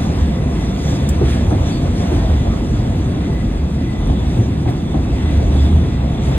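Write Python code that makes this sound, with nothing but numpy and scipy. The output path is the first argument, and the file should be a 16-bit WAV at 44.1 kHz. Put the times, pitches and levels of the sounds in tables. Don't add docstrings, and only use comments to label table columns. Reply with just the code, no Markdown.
import sys
import numpy as np
from scipy import signal
from scipy.fft import rfft, irfft, next_fast_len
from scipy.io import wavfile
from scipy.ndimage import uniform_filter1d, map_coordinates

SR = 44100
rng = np.random.default_rng(int(sys.argv[2]) if len(sys.argv) > 2 else 0)


def wav_record(signal):
    frames = np.transpose(np.atleast_2d(signal))
    bounded = np.clip(frames, -1, 1)
    quanta = np.round(bounded * 32767).astype(np.int16)
    wavfile.write(sys.argv[1], SR, quanta)


N = 281343


def amp(db):
    return 10 ** (np.asarray(db) / 20)


def unit_rms(x):
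    return x / np.sqrt(np.mean(x ** 2) + 1e-20)


def at_hz(points, hz):
    freq_hz, values = np.transpose(points)
    return np.interp(np.log(hz + 1), np.log(freq_hz + 1), values)


def curves(rows):
    time_s, *columns = np.transpose(rows)
    return [np.interp(np.arange(N) / SR, time_s, column) for column in columns]


def wobble(knots_per_s):
    knots = rng.standard_normal(int(N * knots_per_s / SR) + 4)
    return map_coordinates(knots, [np.arange(N) * knots_per_s / SR])


def swells(middle_s, gain_db, length_s):
    t = np.arange(0, N / SR + .01, .002)
    bells = np.broadcast(middle_s, gain_db, length_s)
    total_db = sum(db * np.exp(-(2 * (t - at_s) / span_s) ** 2) for at_s, db, span_s in bells)
    return curves(np.transpose([t, total_db]))[0]


def filtered(x, response):
    n = x.shape[-1]
    size = next_fast_len(n + SR // 4)
    return irfft(rfft(x, size) * response(np.fft.rfftfreq(size, 1 / SR)), size)[..., :n]


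def filtered_ongoing(x, response):
    edge = 4096
    padded = np.pad(x, [(0, 0), (edge, edge)], "reflect", reflect_type="odd")
    return filtered(padded, response)[:, edge:-edge]


def patchy_noise(spectrum, patchy_db):
    bins = signal.stft(rng.standard_normal((2, N)), nperseg=512)[2]
    patches = uniform_filter1d(rng.standard_normal(bins.shape[1:]), size=6, axis=0)
    patches = uniform_filter1d(patches, size=10, axis=1)
    pair = signal.istft(bins * amp(patchy_db * unit_rms(patches)), nperseg=512)[1][:, :N]
    return unit_rms(filtered(pair, lambda hz: amp(at_hz(spectrum, hz))))


def mode_noise(modes, envelope):
    def response(f):
        return sum((-1) ** k * amp(db) * 1j * f * width_hz / (hz * hz - f * f + 1j * f * width_hz)
                   for k, (hz, width_hz, db) in enumerate(modes)) ** 2
    noise = rng.standard_normal((2, len(envelope)))
    return filtered(noise * envelope, response) / np.sqrt(np.mean(filtered(noise, response) ** 2))


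def add(out, start_s, x):
    i = max(round(start_s * SR), 0)
    out[:, i:i + x.shape[1]] += x[:, :N - i]


def deck_mode(pitch_hz, level_db, waver_hz):
    phase = 2 * np.pi * np.cumsum(pitch_hz + waver_hz * wobble(15)) / SR
    return np.sqrt(2) * amp(level_db - 0.5 * wobble(17)) * np.sin(phase) * [[1], [-.5]]


# time_s, pitch_hz
BOOM_PITCH = [(0.0, 80.3), (0.14, 69.9), (0.37, 72.4), (0.67, 58.36), (0.85, 72.3), (1.62, 72.2),
              (1.7, 63.1), (2.02, 71.3), (2.22, 88.85), (2.42, 61.2), (2.84, 58.96), (2.98, 68.63),
              (3.32, 72.2), (3.45, 59.7), (3.57, 71.13), (3.87, 76.1), (3.96, 65.1), (4.58, 73.7),
              (5.17, 64.6), (5.26, 77.1), (5.42, 69.75), (5.7, 77.13), (6.29, 63), (6.38, 73.3)]
# time_s, level_db
BOOM_LEVEL = [(0.0, -21), (0.07, -31), (0.1, -23), (0.28, -17.5), (0.39, -29), (0.44, -21), (0.83, -24),
              (1.28, -14.5), (1.9, -27.5), (2.18, -14.5), (2.22, -35), (2.33, -12.5), (2.42, -31),
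              (2.47, -18.5), (2.91, -28), (3.07, -19), (3.11, -27), (3.22, -19), (3.29, -37), (3.32, -19),
              (3.52, -32), (3.55, -41), (3.64, -14.5), (3.7, -32), (3.75, -19), (3.92, -29), (4.17, -18),
              (4.21, -44), (4.26, -15), (4.39, -26), (4.44, -16), (4.48, -27), (4.67, -19.5), (4.78, -32),
              (4.94, -25), (4.97, -13), (5.08, -23.5), (5.4, -12), (5.45, -29), (5.54, -12.5), (5.63, -9),
              (5.69, -20), (5.76, -7.5), (5.86, -26), (6.06, -14), (6.24, -43), (6.29, -16), (6.38, -33)]
# middle_s, gain_db
DECK_JOLTS = [(2.86, 9.5), (3.13, 5), (5.69, 12), (5.91, 9)]
def girder_boom():
    boom = deck_mode(*curves(BOOM_PITCH), *curves(BOOM_LEVEL), waver_hz=2.27)
    jolt_db = swells(*np.transpose(DECK_JOLTS), length_s=0.11)
    hum = deck_mode(pitch_hz=122.75, level_db=-31.5 + jolt_db, waver_hz=3.24)
    return boom + hum


# time_s, rumble_db, rolling_db, shake_db
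UNDERCARRIAGE_LEVELS = [(0, -16, -29, -26), (.45, -18.5, -31, -22), (1.05, -17.5, -29, -30),
                        (1.4, -18, -29, -16), (1.8, -17.5, -30, -23), (2.15, -18.5, -29, -17.5),
                        (2.7, -18, -31.5, -23), (2.9, -19, -31, -24.5), (3.2, -17, -31.5, -26),
                        (3.4, -20, -32, -20.5), (3.85, -19.5, -34, -28), (4.1, -18, -31, -21.5),
                        (4.5, -18.5, -34, -23), (5.0, -19, -33.5, -21.5), (5.35, -17, -31.5, -21),
                        (5.55, -17, -30.5, -23), (5.7, -16.5, -30, -19.5), (5.82, -16.5, -32, -25),
                        (6.08, -20.5, -32, -22.5), (6.38, -15.5, -30, -27)]
# pitch_hz, width_hz, level_db
SHAKE_MODES = [(48.9, 21, 5), (57.75, 32.7, 3.5), (90.8, 33.3, -1)]
# freq_hz, density_db
RUMBLE_SPECTRUM = [(40, -19), (70, -0.5), (100, -5), (145, -1.5), (200, -5), (240, -5), (300, -9),
                   (400, -15.5), (520, -35.5), (900, -88)]
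ROLLING_SPECTRUM = [(200, -29), (380, -6), (500, 3), (600, -2), (690, 1.5), (780, -3.5), (1100, -8.5),
                    (1500, -18.5), (2500, -58)]
def undercarriage():
    rumble_db, rolling_db, shake_db = curves(UNDERCARRIAGE_LEVELS)
    shake = amp(shake_db + 1.5 * wobble(8.1)) * mode_noise(SHAKE_MODES, np.ones(N))
    rumble = amp(rumble_db + 0.23 * wobble(24)) * patchy_noise(RUMBLE_SPECTRUM, patchy_db=-0.06)
    rolling = amp(rolling_db + 0.26 * wobble(14)) * patchy_noise(ROLLING_SPECTRUM, patchy_db=1.4)
    return shake + rumble + rolling


def singing_mode(pitch_hz, width_hz, level_db, swings_per_s):
    swing_db = 2.5 * wobble(swings_per_s)
    return amp(level_db + swing_db) * mode_noise([(pitch_hz, width_hz, 0)], np.ones(N))


# pitch_hz, width_hz
WHEEL_MODES = [(2005, 79), (3470, 440)]
# middle_s, lower_gain_db, upper_gain_db, length_s
SONG_SWELLS = [(.14, -6, -1, .12), (.4, 8, 1, 0.38), (0.617, 10, 3, 0.069), (.9, 8.5, 5, 0.18),
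               (1.318, -12, 5, 0.14), (2.436, 12, 2, 0.16), (3.25, 10.5, 0, .12), (3.39, 11, -3, 0.15),
               (3.876, 12, 1, 0.13), (4.031, 6, 2, 0.17), (4.177, 10, 4, 0.053), (4.315, -5, 4, 0.22),
               (4.66, 7, -6, 0.093), (5.25, 7, 4, 0.45), (5.59, -14, 6, 0.13), (5.95, 8, 2, 0.11)]
SONG_OVER_RING_DB = [-15, -9.5]
def wheel_song(ring_db):
    middle_s, *gains_db, length_s = np.transpose(SONG_SWELLS)
    song = np.zeros((2, N))
    for offset_db, gain_db, (pitch_hz, width_hz) in zip(SONG_OVER_RING_DB, gains_db, WHEEL_MODES):
        level_db = ring_db + offset_db + swells(middle_s, gain_db, length_s)
        song += singing_mode(pitch_hz, width_hz, level_db, swings_per_s=6.5)
    return song


# time_s, ring_db, hiss_db
WHEEL_RAIL_LEVELS = [(0.0, -37, -41.5), (0.48, -41, -46.5), (1.17, -37.5, -44), (1.72, -39.5, -43.5),
                     (2.15, -37, -44), (2.65, -40.5, -46), (3.27, -39.5, -46.5), (3.66, -43, -48.5),
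                     (4.16, -40.5, -46), (4.89, -42, -48), (5.44, -38.5, -44), (6.06, -40.5, -48.5),
                     (6.38, -39.5, -47.5)]
# middle_s, ring_gain_db, hiss_gain_db, length_s
TRUSS_POSTS = [(0.595, 2, 3.5, 0.17), (0.89, 0.5, 6, 0.28), (1.314, 5, 4.5, 0.16), (1.691, 4, 2, 0.1),
               (2.016, 2, 4.5, 0.11), (2.144, 1.5, 2.5, 0.081), (4.35, 2.5, 3.5, 0.13),
               (4.683, 5, 3, 0.034), (5.262, 2, 0, 0.24), (5.63, 2.5, 3.5, 0.15), (6.295, 3, 5, 0.18)]
# freq_hz, density_db
RING_SPECTRUM = [(600, -46), (1200, -2), (1700, -0.5), (2000, 0.5), (2300, -1), (2600, -2.5), (3000, -4.5),
                 (3450, -3), (3900, -4.5), (4400, -13.5), (6000, -39)]
HISS_SPECTRUM = [(2500, -30), (4300, -3), (5000, 0), (6000, -1), (7500, -5.5), (7950, -9.5), (8600, -7),
                 (10100, -10.5), (10700, -8.5), (11400, -14.5), (12600, -17.5), (14600, -20), (15300, -25),
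                 (15700, -30), (15900, -70)]
# pitch_hz, width_hz, over_ring_db
FAINT_MODES = [(689, 63, -11), (1678, 120, -15), (2627, 120, -15), (1275, 47, -26), (3600, 69, -19.5),
               (7650, 160, -36)]
def wheels_and_rails():
    middle_s, ring_gain_db, hiss_gain_db, length_s = np.transpose(TRUSS_POSTS)
    ring_db, hiss_db = curves(WHEEL_RAIL_LEVELS)
    ring_db += swells(middle_s, ring_gain_db, length_s)
    hiss_db += swells(middle_s, hiss_gain_db, length_s)
    flutter = wobble(21.9)
    ring = amp(ring_db + .7 * flutter) * patchy_noise(RING_SPECTRUM, patchy_db=.9)
    song = wheel_song(ring_db)
    hiss = amp(hiss_db + 0.3 * flutter + 0.7 * wobble(40)) * patchy_noise(HISS_SPECTRUM, patchy_db=2.0)
    faint = sum(singing_mode(pitch_hz, width_hz, ring_db + over_ring_db, swings_per_s=8)
                for pitch_hz, width_hz, over_ring_db in FAINT_MODES)
    return ring + song + faint + hiss


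# middle_s, pitch_hz, width_hz, level_db, half_length_s
SQUEAKS_AND_WHISTLES = [(0.634, 5900, 300, -47, .08), (0.804, 4730, 300, -48, 0.035),
                        (0.885, 5900, 700, -41, 0.082), (0.964, 5030, 298, -43, 0.028),
                        (1.26, 9200, 400, -56, 0.058), (1.677, 5760, 597, -41, 0.043),
                        (1.75, 4510, 450, -41, 0.085), (2.534, 1149, 350, -37.5, 0.076),
                        (1.99, 8600, 510, -54, 0.063), (2.11, 14500, 98.96, -62, 0.099),
                        (3.35, 14400, 200.3, -64, 0.046), (4.37, 14300, 301.2, -68, 0.044),
                        (6.283, 10900, 400, -59.5, 0.14)]
def squeaks_and_whistles():
    out = np.zeros((2, N))
    for middle_s, pitch_hz, width_hz, level_db, half_length_s in SQUEAKS_AND_WHISTLES:
        swell = np.hanning(round(2 * half_length_s * SR))
        add(out, middle_s - half_length_s, amp(level_db) * mode_noise([(pitch_hz, width_hz, 0)], swell))
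    return out


# start_s, level_db, thud_gain_db, clack_gain_db, boom_gain_db, rattle_t60_s, pitch_ratio
JOINT_BLOWS = [(0.923, -21, 3, -3, 9, 0.16, 0.9), (1.211, -9.5, -15, -15, 1.5, 0.13, 1.05),
               (1.509, -12.5, -1, -7.5, -2, 0.24, 0.92), (2.116, -15, -2, -8.5, -1, 0.28, 0.98),
               (2.171, -17.5, 0, -18, -8, 0.23, 0.78), (2.468, -22, 9.5, 1, 3, 0.16, 0.88),
               (4.091, -19.5, -2, -5, 5, 0.25, 0.98), (4.365, -15, -3.5, -12, 4, 0.32, 0.94),
               (4.655, -20, -9, -7, 5.5, 0.31, 1.01), (4.682, -22, -10, -5.5, 5, 0.24, 1.05),
               (4.942, -15.5, 2.5, -7, 0.5, 0.28, 0.91), (5.549, -11.5, 4, -19, -1, 0.083, 0.92),
               (6.283, -25, -3, -7, 12.5, 0.12, 1.07)]
# pitch_hz, ring_t60_s
STRUCK_MODES = [(342, 0.06), (192.5, 0.065), (733, 0.065), (119.9, 0.38)]
RATTLE_OVER_RING_DB, RATTLE_WIDTH_RATIOS = [-2.5, -4.5, -2, -1.5], [0.38, 0.53, 0.4, 0.44]
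KNOCK_HZ, KNOCK_WIDTH_HZ, KNOCK_OVER_CLACK_DB, KNOCK_T60_S = 606, 480, 0.5, .03
RISE_CYCLES = 0.76
def rail_joints():
    out, t = np.zeros((2, N)), np.arange(SR // 3) / SR
    for start_s, level_db, thud_db, clack_db, boom_db, rattle_t60_s, pitch_ratio in JOINT_BLOWS:
        contact = amp(-60 * t / KNOCK_T60_S) * (1 - np.exp(-t / 0.0011))
        knock = mode_noise([(KNOCK_HZ, KNOCK_WIDTH_HZ, 0)], contact)
        add(out, start_s, amp(level_db + clack_db + KNOCK_OVER_CLACK_DB) * knock)
        modes = zip([0, thud_db, clack_db, boom_db], STRUCK_MODES,
                    RATTLE_OVER_RING_DB, RATTLE_WIDTH_RATIOS)
        for gain_db, (pitch_hz, ring_t60_s), rattle_db, width_ratio in modes:
            hz = pitch_hz * pitch_ratio
            rise = 1 - np.exp(-t * hz / RISE_CYCLES)
            phase = 2 * np.pi * hz * t + np.array([[0], [1.3]])
            ring = rise * amp(-60 * t / ring_t60_s) * np.sin(phase)
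            rattle = mode_noise([(hz, width_ratio * hz, 0)], rise * amp(-60 * t / rattle_t60_s))
            add(out, start_s, amp(level_db + gain_db) * (ring + amp(rattle_db) * rattle))
    return out


# time_s, level_db, centre_hz, width_hz, snap_t60_s
FITTING_TICKS = [(1.0901, -15, 7860, 6000, 0.014), (2.285, -49, 12060, 7980, 0.044),
                 (4.071, -37, 9500, 2540, 0.032), (4.695, -42, 9800, 6100, 0.056)]
TAIL_DB, TAIL_T60_RATIO = -14.5, 6.2
def fitting_ticks():
    out, t = np.zeros((2, N)), np.arange(SR // 10) / SR
    for time_s, level_db, centre_hz, width_hz, snap_t60_s in FITTING_TICKS:
        fall_db = -60 * t / snap_t60_s
        rise = (1 - np.exp(-t / 0.0013)) ** 2
        envelope = rise * (amp(fall_db) + amp(TAIL_DB + fall_db / TAIL_T60_RATIO))
        add(out, time_s - .001, amp(level_db) * mode_noise([(centre_hz, width_hz, 0)], envelope))
    return out


# freq_hz, coherence
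PORT_COHERENCE = [(60, .988), (200, .988), (330, .93), (520, .66), (900, .45), (1500, .3), (2500, .3),
                  (3450, .85), (4300, .55), (5400, .99), (7000, .86), (8000, .99), (8900, .995),
                  (10000, .78), (11200, .997), (12500, .995), (13400, .55), (14300, .99)]
# freq_hz, lead_rad
PORT_LEAD = [(60, 0), (340, .1), (780, 1.3), (2700, 1.4), (3900, 1.9), (5300, 3.05), (5700, 3.25),
             (7300, 5), (8000, 6.2), (8900, 6.3), (11200, 9.4), (12700, 9.46), (13900, 12.4),
             (16000, 12.57)]
def microphone_ports(pair):
    def mid_side_gains(hz):
        angle = np.arccos(at_hz(PORT_COHERENCE, hz)) / 2
        return np.array([np.cos(angle), np.sin(angle)])
    def lead(hz):
        return np.exp(.5j * at_hz(PORT_LEAD, hz) * np.array([[1], [-1]]))
    mid, side = filtered_ongoing(pair, mid_side_gains)
    return filtered_ongoing(np.array([mid + side, mid - side]), lead)


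DIRECT_TICKS_DB = -12
def scene():
    ticks = fitting_ticks()
    running = girder_boom() + undercarriage() + wheels_and_rails() + rail_joints()
    direct_ticks = amp(DIRECT_TICKS_DB) * ticks[::-1]
    return microphone_ports(running + squeaks_and_whistles() + ticks) + direct_ticks


CEILING, KNEE_ORDER, TOP_HZ, ROLLOFF_WIDTH_HZ = .95, 4, 16400, 500
def record(dry):
    soft = dry / (1 + np.abs(dry / CEILING) ** KNEE_ORDER) ** (1 / KNEE_ORDER)
    return filtered_ongoing(soft, lambda hz: np.clip((TOP_HZ - hz) / ROLLOFF_WIDTH_HZ, 0, 1))


dry = scene()
out = record(dry)
wav_record(out)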